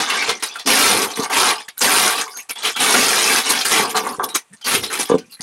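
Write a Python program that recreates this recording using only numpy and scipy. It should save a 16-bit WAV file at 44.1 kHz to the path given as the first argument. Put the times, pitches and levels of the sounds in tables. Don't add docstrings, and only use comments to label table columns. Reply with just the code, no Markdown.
import sys
import numpy as np
from scipy import signal
from scipy.io import wavfile
from scipy.ndimage import uniform_filter1d

SR = 44100
rng = np.random.default_rng(int(sys.argv[2]) if len(sys.argv) > 2 else 0)


def to_wav(s):
    ch = np.atleast_2d(s).T
    pcm = np.round(np.clip(ch, -1, 1) * 32767)
    wavfile.write(sys.argv[1], SR, pcm.astype(np.int16))


N = 239414
TIME = np.arange(N) / SR

# frequency in Hz, relative strength in dB.
CRACKLE_SPECTRUM = [(300, -25.5), (700, 2.5), (1200, 3), (1900, 3), (3000, 1.5), (5000, -2), (6500, -5),
                    (7700, -9.5), (9300, -2), (11500, -5.5), (13000, -11), (15000, -25.5), (16000, -5)]


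def amp(db):
    return 10 ** (np.asarray(db) / 20)


def unit(x):
    return x / np.sqrt(np.mean(x ** 2) + 1e-20)


def read(points, hz):
    frequency, value = np.transpose(points)
    return np.interp(np.log(hz + 1), np.log(frequency + 1), value)


def add(mix, s, sound):
    part = mix[max(round(s * SR), 0):][:len(sound)]
    part += sound[:len(part)]


def colour(x, points, size=4096):
    hz = abs(np.fft.fftfreq(size, 1 / SR))
    log_gain = np.log(amp(read(points, hz)))
    response = np.exp(np.conj(signal.hilbert(log_gain)))
    taps = np.fft.ifft(response).real[:size // 2]
    return signal.oaconvolve(x, taps)[:len(x)]


def resonate(x, hz, width):
    r = np.exp(-np.pi * width / SR)
    forward = np.array([1, 0, -1]) * (1 - r * r) / 2
    feedback = [1, -2 * r * np.cos(2 * np.pi * hz / SR), r * r]
    return signal.lfilter(forward, feedback, x)


def clicks(per_s, spread_db):
    size = amp(spread_db * np.minimum(rng.exponential(1, N), 4.5))
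    sign = rng.choice([-1, 1], N)
    return size * sign * (rng.random(N) < per_s / SR)


def steady(x, size=1500):
    power = uniform_filter1d(uniform_filter1d(x ** 2, size), size)
    return x / np.sqrt(abs(power) + 1e-4 * np.mean(x ** 2))


def room(x, wet_db, size=12288, count=8, move_s=.07):
    # frequency in Hz, seconds for the echo to fall by 60 dB.
    echo_fade = [(150, .28), (500, .14), (1400, .125), (3700, .115), (9700, .095), (16000, .075)]
    t, wet = np.arange(size) / SR, np.zeros(N)
    echoes = rng.standard_normal((count, size)) * (rng.random((count, size)) < 4000 / SR)
    echoes = echoes * (t > .001)
    hz, at, z = signal.stft(echoes, SR, nperseg=256)
    fade = amp(-60 * at / read(echo_fade, hz)[:, None])
    tails = signal.istft(z * fade, SR, nperseg=256)[1]
    for k, tail in enumerate(tails):
        away = abs((TIME / move_s - k) % count - count / 2)
        share = np.cos(np.pi / 2 * np.minimum(away, 1))
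        wet += signal.oaconvolve(x * share, tail / np.linalg.norm(tail))[:N]
    return (x + amp(wet_db) * wet) / np.sqrt(1 + amp(wet_db) ** 2)


def gesture(start, rise, hold, t60, db):
    age = TIME - start
    settling = np.maximum(age - rise - hold, 0)
    return amp(db - 60 * settling / t60) * np.clip(age / rise, 0, 1)


def handling():
    # start, rise, hold and settling time (to fall by 60 dB)
    # in seconds, relative crackle level in dB, crisp top relative to that crackle in dB.
    stroke_rows = [(0, .001, .018, .34, -18, -17.5), (0.041, .061, .141, .42, -22.5, -27),
                   (.259, .037, .006, .22, -17.5, -20), (.423, .005, .006, .17, -19.5, -3),
                   (.474, .02, .11, .3, -36, -27), (.665, .012, .246, .32, -15, -3),
                   (0.939, .034, .071, .18, -22, -1), (1.086, .023, .02, .2, -29.5, -11),
                   (1.155, .003, .05, .2, -30, -2.5), (1.21, .034, .005, .14, -24.5, -5.5),
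                   (1.295, .074, .144, .15, -16, -6), (1.551, .005, .054, .16, -33, -13),
                   (1.678, .008, .002, .08, -31.5, -6), (1.768, .011, .016, .16, -38.5, 12),
                   (1.803, .014, .265, .4, -16.5, -1.5), (2.146, .054, .014, .15, -20.5, -6.5),
                   (2.258, .014, .07, .25, -42.5, 1), (2.36, .006, .035, .15, -35, 0),
                   (2.486, .02, .002, .1, -24.5, 2.5), (2.552, .008, .055, .16, -34, -14),
                   (2.612, .039, .044, .16, -20, -8.5), (2.758, .006, .008, .2, -24, -7.5),
                   (2.775, .035, .575, .25, -16.5, -4), (3.427, .03, .134, .33, -20.5, -9),
                   (3.488, .017, .004, .14, -17, 4.5), (3.646, .005, .011, .35, -18.5, 1),
                   (3.688, .032, .076, .33, -15.5, -5), (3.892, .004, .017, .11, -29, 1),
                   (3.942, .035, .002, .13, -16.5, -5), (4.008, .061, .003, .42, -31.5, 1.5),
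                   (4.228, .014, .003, .09, -29, 7.5), (4.283, .006, .002, .25, -35, -3),
                   (4.342, .014, .002, .105, -16.5, 1.5), (4.523, .014, .002, .15, -43.5, -3),
                   (4.638, .036, .079, .21, -20.5, -0.5), (4.702, .047, .004, .17, -17, -1.5),
                   (4.824, .01, .008, .18, -22, -5.5), (4.903, .034, .002, .38, -21.5, -4),
                   (4.986, .014, .013, .21, -20.5, 0), (5.065, .028, .02, .35, -32, -33),
                   (5.294, .041, .004, .16, -43, 3.5), (5.39, .036, .01, .2, -27.5, -0.5)]
    # start, rise, hold and settling time (to fall by 60 dB)
    # in seconds, relative level in dB.
    rub_rows = [(0.078, 0.0084, 0.051, 0.23, -42), (0.903, 0.023, 0.087, 0.56, -21.5),
                (1.154, 0.048, 0.061, .11, -23), (1.29, 0.019, .22, 0.27, -20),
                (1.856, 0.026, 0.26, 0.54, -22), (2.256, 0.0066, 0.022, .45, -41.5),
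                (3.753, .04, 0.064, 0.29, -18.5), (3.938, .012, .15, 0.27, -25),
                (4.192, .003, 0.036, 0.38, -25.5)]
    # start, rise, hold and settling time
    # (to fall by 60 dB) in seconds, relative level in dB.
    shove_rows = [(.27, .02, .015, 0.25, -26.5), (0.653, 0.0098, 0.05, 0.24, -22),
                  (0.892, 0.028, 0.11, 0.31, -23), (1.17, 0.013, 0.013, 0.19, -23),
                  (1.822, 0.033, 0.0083, 0.14, -23), (2.938, 0.024, 0.028, .3, -20.5),
                  (3.744, 0.019, 0.059, 0.49, -25), (3.916, .03, 0.18, 0.23, -32),
                  (4.18, .008, 0.063, .25, -30), (4.328, 0.01, 0.0091, 0.16, -41),
                  (4.508, 0.018, 0.0044, .15, -57), (4.712, 0.038, .005, 0.31, -22.5),
                  (4.816, 0.0088, 0.15, 0.14, -36.5), (4.987, 0.01, 0.0074, .15, -25.5)]
    wall_share_db, box_share_db = -8.5, -9
    firm_db = -14
    wall_reach, box_reach = 0.16, 0.45
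    slack_drag = 0.21
    uneven_db, uneven_s = 0.79, .025

    knots = np.arange(0, TIME[-1] + uneven_s, uneven_s)
    lumps = rng.standard_normal(N)[:len(knots)]
    uneven = amp(uneven_db * np.interp(TIME, knots, lumps))
    strokes = np.array([gesture(*row[:-1]) for row in stroke_rows]) * uneven
    crisp_db = np.array([row[-1:] for row in stroke_rows])

    force = np.linalg.norm(strokes, axis=0)
    crisp = np.linalg.norm(strokes * amp(crisp_db), axis=0)
    slack = np.linalg.norm(strokes * amp(-slack_drag * crisp_db), axis=0)
    firmness = np.minimum(force / amp(firm_db), 1)

    stroke_drag = amp(wall_share_db) * firmness ** wall_reach * slack
    drag = np.linalg.norm([stroke_drag] + [gesture(*row) for row in rub_rows], axis=0)
    stroke_push = amp(box_share_db) * firmness ** box_reach * force
    push = np.linalg.norm([stroke_push] + [gesture(*row) for row in shove_rows], axis=0)
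    return force, crisp, drag, push


def creases(force, squeeze, crowding=.8, run_s=0.0091, buckles_per_s=750, spread_db=6.5,
            crushed_q=8, loose_q=16, tick_db=-5, count=5000, size=1800):
    out, t = np.zeros(N), np.arange(size) / SR
    folded = np.cumsum(force ** crowding)
    for when, facet, strength, reach in rng.random((count, 4)):
        at = np.searchsorted(folded, when * folded[-1])
        hz = 900 * (14000 / 900) ** np.sqrt(facet)
        q = loose_q + (crushed_q - loose_q) * squeeze[at]
        buckles = rng.standard_normal(size) * (rng.random(size) < buckles_per_s / SR)
        run = buckles * np.exp(-t / (run_s * (.5 + reach)))
        run[0] = 1
        size_db = spread_db * min(-np.log(1 - strength), 3)
        ringing = resonate(run, hz, hz / q) * np.sqrt(q)
        tick = amp(tick_db) * squeeze[at] * run
        add(out, at / SR, amp(size_db) * (ringing + tick))
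    return out


def crumple(force, crisp, soft_db=0, crisp_db=-2.67, pops_db=-8, crush_db=-18):
    squeeze = np.minimum(force / amp(crush_db), 1) ** .5
    pops = amp(pops_db) * squeeze * unit(clicks(per_s=600, spread_db=5.6))
    grains = steady(creases(force, squeeze)) + pops
    paper = room(colour(grains, CRACKLE_SPECTRUM), wet_db=-1.5)
    soft = signal.sosfilt(signal.butter(4, 7400, "low", fs=SR, output="sos"), paper)
    top = signal.sosfilt(signal.butter(4, 7400, "high", fs=SR, output="sos"), paper)
    soft_part = amp(soft_db) * force * steady(soft, size=700)
    crisp_part = amp(crisp_db) * crisp * steady(top, size=700)
    return soft_part + crisp_part


def wall(x):
    # frequency in Hz, width in Hz, relative level in dB.
    resonances = [(436, 52, -6), (737, 48, -1), (904, 118, -1.5), (1150.4, 53, 3.5), (1587, 90, -6.5)]
    return sum((-1) ** k * amp(db) * resonate(x, hz, width) for k, (hz, width, db) in enumerate(resonances))


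def scraping(drag, drag_db=-3, slip_db=34, top_hz=2000):
    # start in seconds, relative level in dB.
    slip_rows = [(3.945, -11), (3.957, -7), (3.971, -10), (4.065, -9.5), (4.196, -7), (4.222, -12),
                 (4.235, -13), (4.281, -29), (5.096, -11.5), (5.113, -12.5), (5.124, -15)]
    slips = np.zeros(N)
    for s, db in slip_rows:
        add(slips, s, amp([db + slip_db]))
    damping = signal.butter(2, top_hz, fs=SR, output="sos")
    rubbing = signal.sosfilt(damping, wall(clicks(per_s=1100, spread_db=2.5)))
    fine = steady(room(rubbing, wet_db=-9.5))
    judders = room(signal.sosfilt(damping, wall(slips)), wet_db=-1.5)
    return amp(drag_db) * drag * fine + judders


def hollow(push, level_db=-2.0):
    # frequency in Hz, relative strength in dB.
    spectrum = [(25, -27), (60, -34), (90, -16.5), (130, -15.5), (180, -6), (215, -1.5), (280, 1.5),
                (340, -4.5), (440, 5), (535, -1.5), (620, -17), (900, -8.5), (1800, -47)]
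    blows = colour(clicks(per_s=450, spread_db=2.5), spectrum)
    return amp(level_db) * push * steady(room(blows, wet_db=-3.0))


def air():
    # frequency in Hz, relative strength in dB.
    spectrum = [(25, -22), (150, -9.5), (300, -10), (600, -9.5), (1200, -6), (2500, -6), (5000, -16),
                (9000, -7.5), (14000, -27), (16000, -35)]
    return amp(-60) * unit(colour(rng.standard_normal(N), spectrum))


def squeaks(widest_hz=150, q=4):
    # start in seconds, length in seconds, pitch in Hz, relative level in dB.
    squeak_rows = [(0.076, .09, 1147, -25), (0.136, 0.05, 1644, -26), (0.178, 0.057, 2220, -24),
                   (0.552, 0.028, 1440, -32.5), (.923, 0.061, 96, -39), (1.358, .18, 1070, -25),
                   (2.064, 0.042, 1385, -17.5), (2.254, 0.037, 1080, -35), (2.3, 0.082, 4800, -46),
                   (2.34, 0.085, 6440, -33.5), (2.55, .06, 3350, -35), (2.556, .05, 890, -42),
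                   (2.734, .048, 3300, -29.5), (2.753, .025, 1340, -27.5), (3.94, .05, 1180, -21),
                   (3.947, .045, 4140, -24), (4.072, 0.096, 1080, -31.5), (4.194, .035, 1156, -22.5),
                   (4.266, 0.14, 3860, -39.5), (4.499, 0.063, 185, -46), (4.609, .12, 3140, -37.5),
                   (4.766, 0.087, 94, -42), (4.868, 0.038, 4150, -37), (5.317, 0.049, 4130, -40.5)]
    out = np.zeros(N)
    for s, length, hz, db in squeak_rows:
        rub, width = rng.standard_normal(SR), min(widest_hz, hz / q)
        ringing = resonate(resonate(rub, hz, width), hz, 2 * width)
        tone = ringing[-int(length * SR):]
        add(out, s, amp(db) * unit(tone) * signal.windows.tukey(len(tone), .5))
    return room(out, wet_db=-13)


def snaps(level_db=-4, per_s=6000, ring_db=10, ring_q=3, size=2048):
    # start in seconds, relative peak level in dB, pitch in Hz.
    snap_rows = [(0.0975, -0.5, 2600), (0.2221, -3.5, 2130), (.2921, 0, 3160), (0.401, -18.5, 3810),
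                 (.4235, -15, 4570), (.4674, -13, 4330), (.555, -13, 1470), (0.592, -12, 4700),
                 (0.659, -5.5, 5670), (0.6994, -2, 2530), (.8187, -15, 2640), (1.044, -14, 1390),
                 (1.2967, -10, 1470), (1.3288, -3.5, 2080), (1.6809, -19.5, 3620), (1.8118, -5, 6200),
                 (2.123, -6.5, 1490), (2.3615, -32, 6600), (2.649, 0.5, 2920), (2.761, -7.5, 3480),
                 (2.9394, 2.5, 1500), (3.608, -1, 4400), (3.649, -9.5, 4630), (4.611, -25, 4830),
                 (4.6445, -16, 4100), (4.7483, 0, 3330), (4.8996, -12.5, 1510), (5.181, -17.5, 5250)]
    swell_s = .0038
    out, age = np.zeros(N), np.arange(size) / SR / swell_s
    for s, db, hz in snap_rows:
        cracks = rng.choice([-1, 1], size) * (rng.random(size) < per_s / SR)
        run = age * np.exp(-age) * cracks
        ringing = amp(ring_db) * resonate(run, hz, hz / ring_q)
        crack = colour(run + ringing, CRACKLE_SPECTRUM)
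        add(out, s, amp(db + level_db) * crack / abs(crack).max())
    return room(out, wet_db=0.5)


def bumps(level_db=0, lowest_hz=170, size=12000):
    # start in seconds, relative peak level in dB, contact time in seconds.
    bump_rows = [(.286, -22, 0.00034), (1.193, -11, .0027), (2.943, -15, 0.0014), (3.799, -17, 0.00046),
                 (4.183, -24, 0.0032), (4.746, -15.5, 0.0029), (5.1001, -6, 0.0003), (5.117, -1.5, 0.00019),
                 (5.1413, -.5, 0.00098), (5.153, -3, 0.00075), (5.164, -18, 0.0017), (5.399, -28.5, .0052)]
    # frequency in Hz, relative level in dB, seconds to fall by 60 dB.
    box_modes = [(150, -26, 0.092), (218, -5.5, 0.31), (289, 2.5, 0.13), (315, 11, 0.033),
                 (357, -19.5, 0.14), (444, 19, 0.04), (469.6, 14.5, 0.12), (509, -12, 0.16),
                 (557, -25, 0.22), (754, -2, 0.16), (874, -7, 0.074), (994, 10.5, 0.034), (1150, -17, .07),
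                 (1560, -11, .05)]
    out, t = np.zeros(N), np.arange(size) / SR
    ring = sum(amp(db - 60 * t / t60) * np.sin(2 * np.pi * hz * t) for hz, db, t60 in box_modes)
    ring = signal.sosfilt(signal.butter(3, lowest_hz, "high", fs=SR, output="sos"), ring)
    for s, db, contact in bump_rows:
        pressure = np.sin(np.pi * np.minimum(t / contact, 1)) ** 2
        blow = signal.fftconvolve(ring, pressure)[:size]
        add(out, s, amp(db + level_db) * blow / abs(blow).max())
    return room(out, wet_db=-14.0)


def scene():
    force, crisp, drag, push = handling()
    paper = crumple(force, crisp) + snaps() + squeaks()
    box = scraping(drag) + hollow(push) + bumps()
    mono = paper + box + air()
    return np.array([mono, mono])


def record(dry):
    knee, edge_hz = .52, 15800
    held = np.clip(dry, -knee, knee)
    rounded = held + (1 - knee) / 2 * np.tanh(2 * (dry - held) / (1 - knee))
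    taps = signal.firwin(511, edge_hz, window=("kaiser", 9), fs=SR)
    return signal.oaconvolve(rounded, taps[None], "same")


dry = scene()
out = record(dry)
to_wav(out)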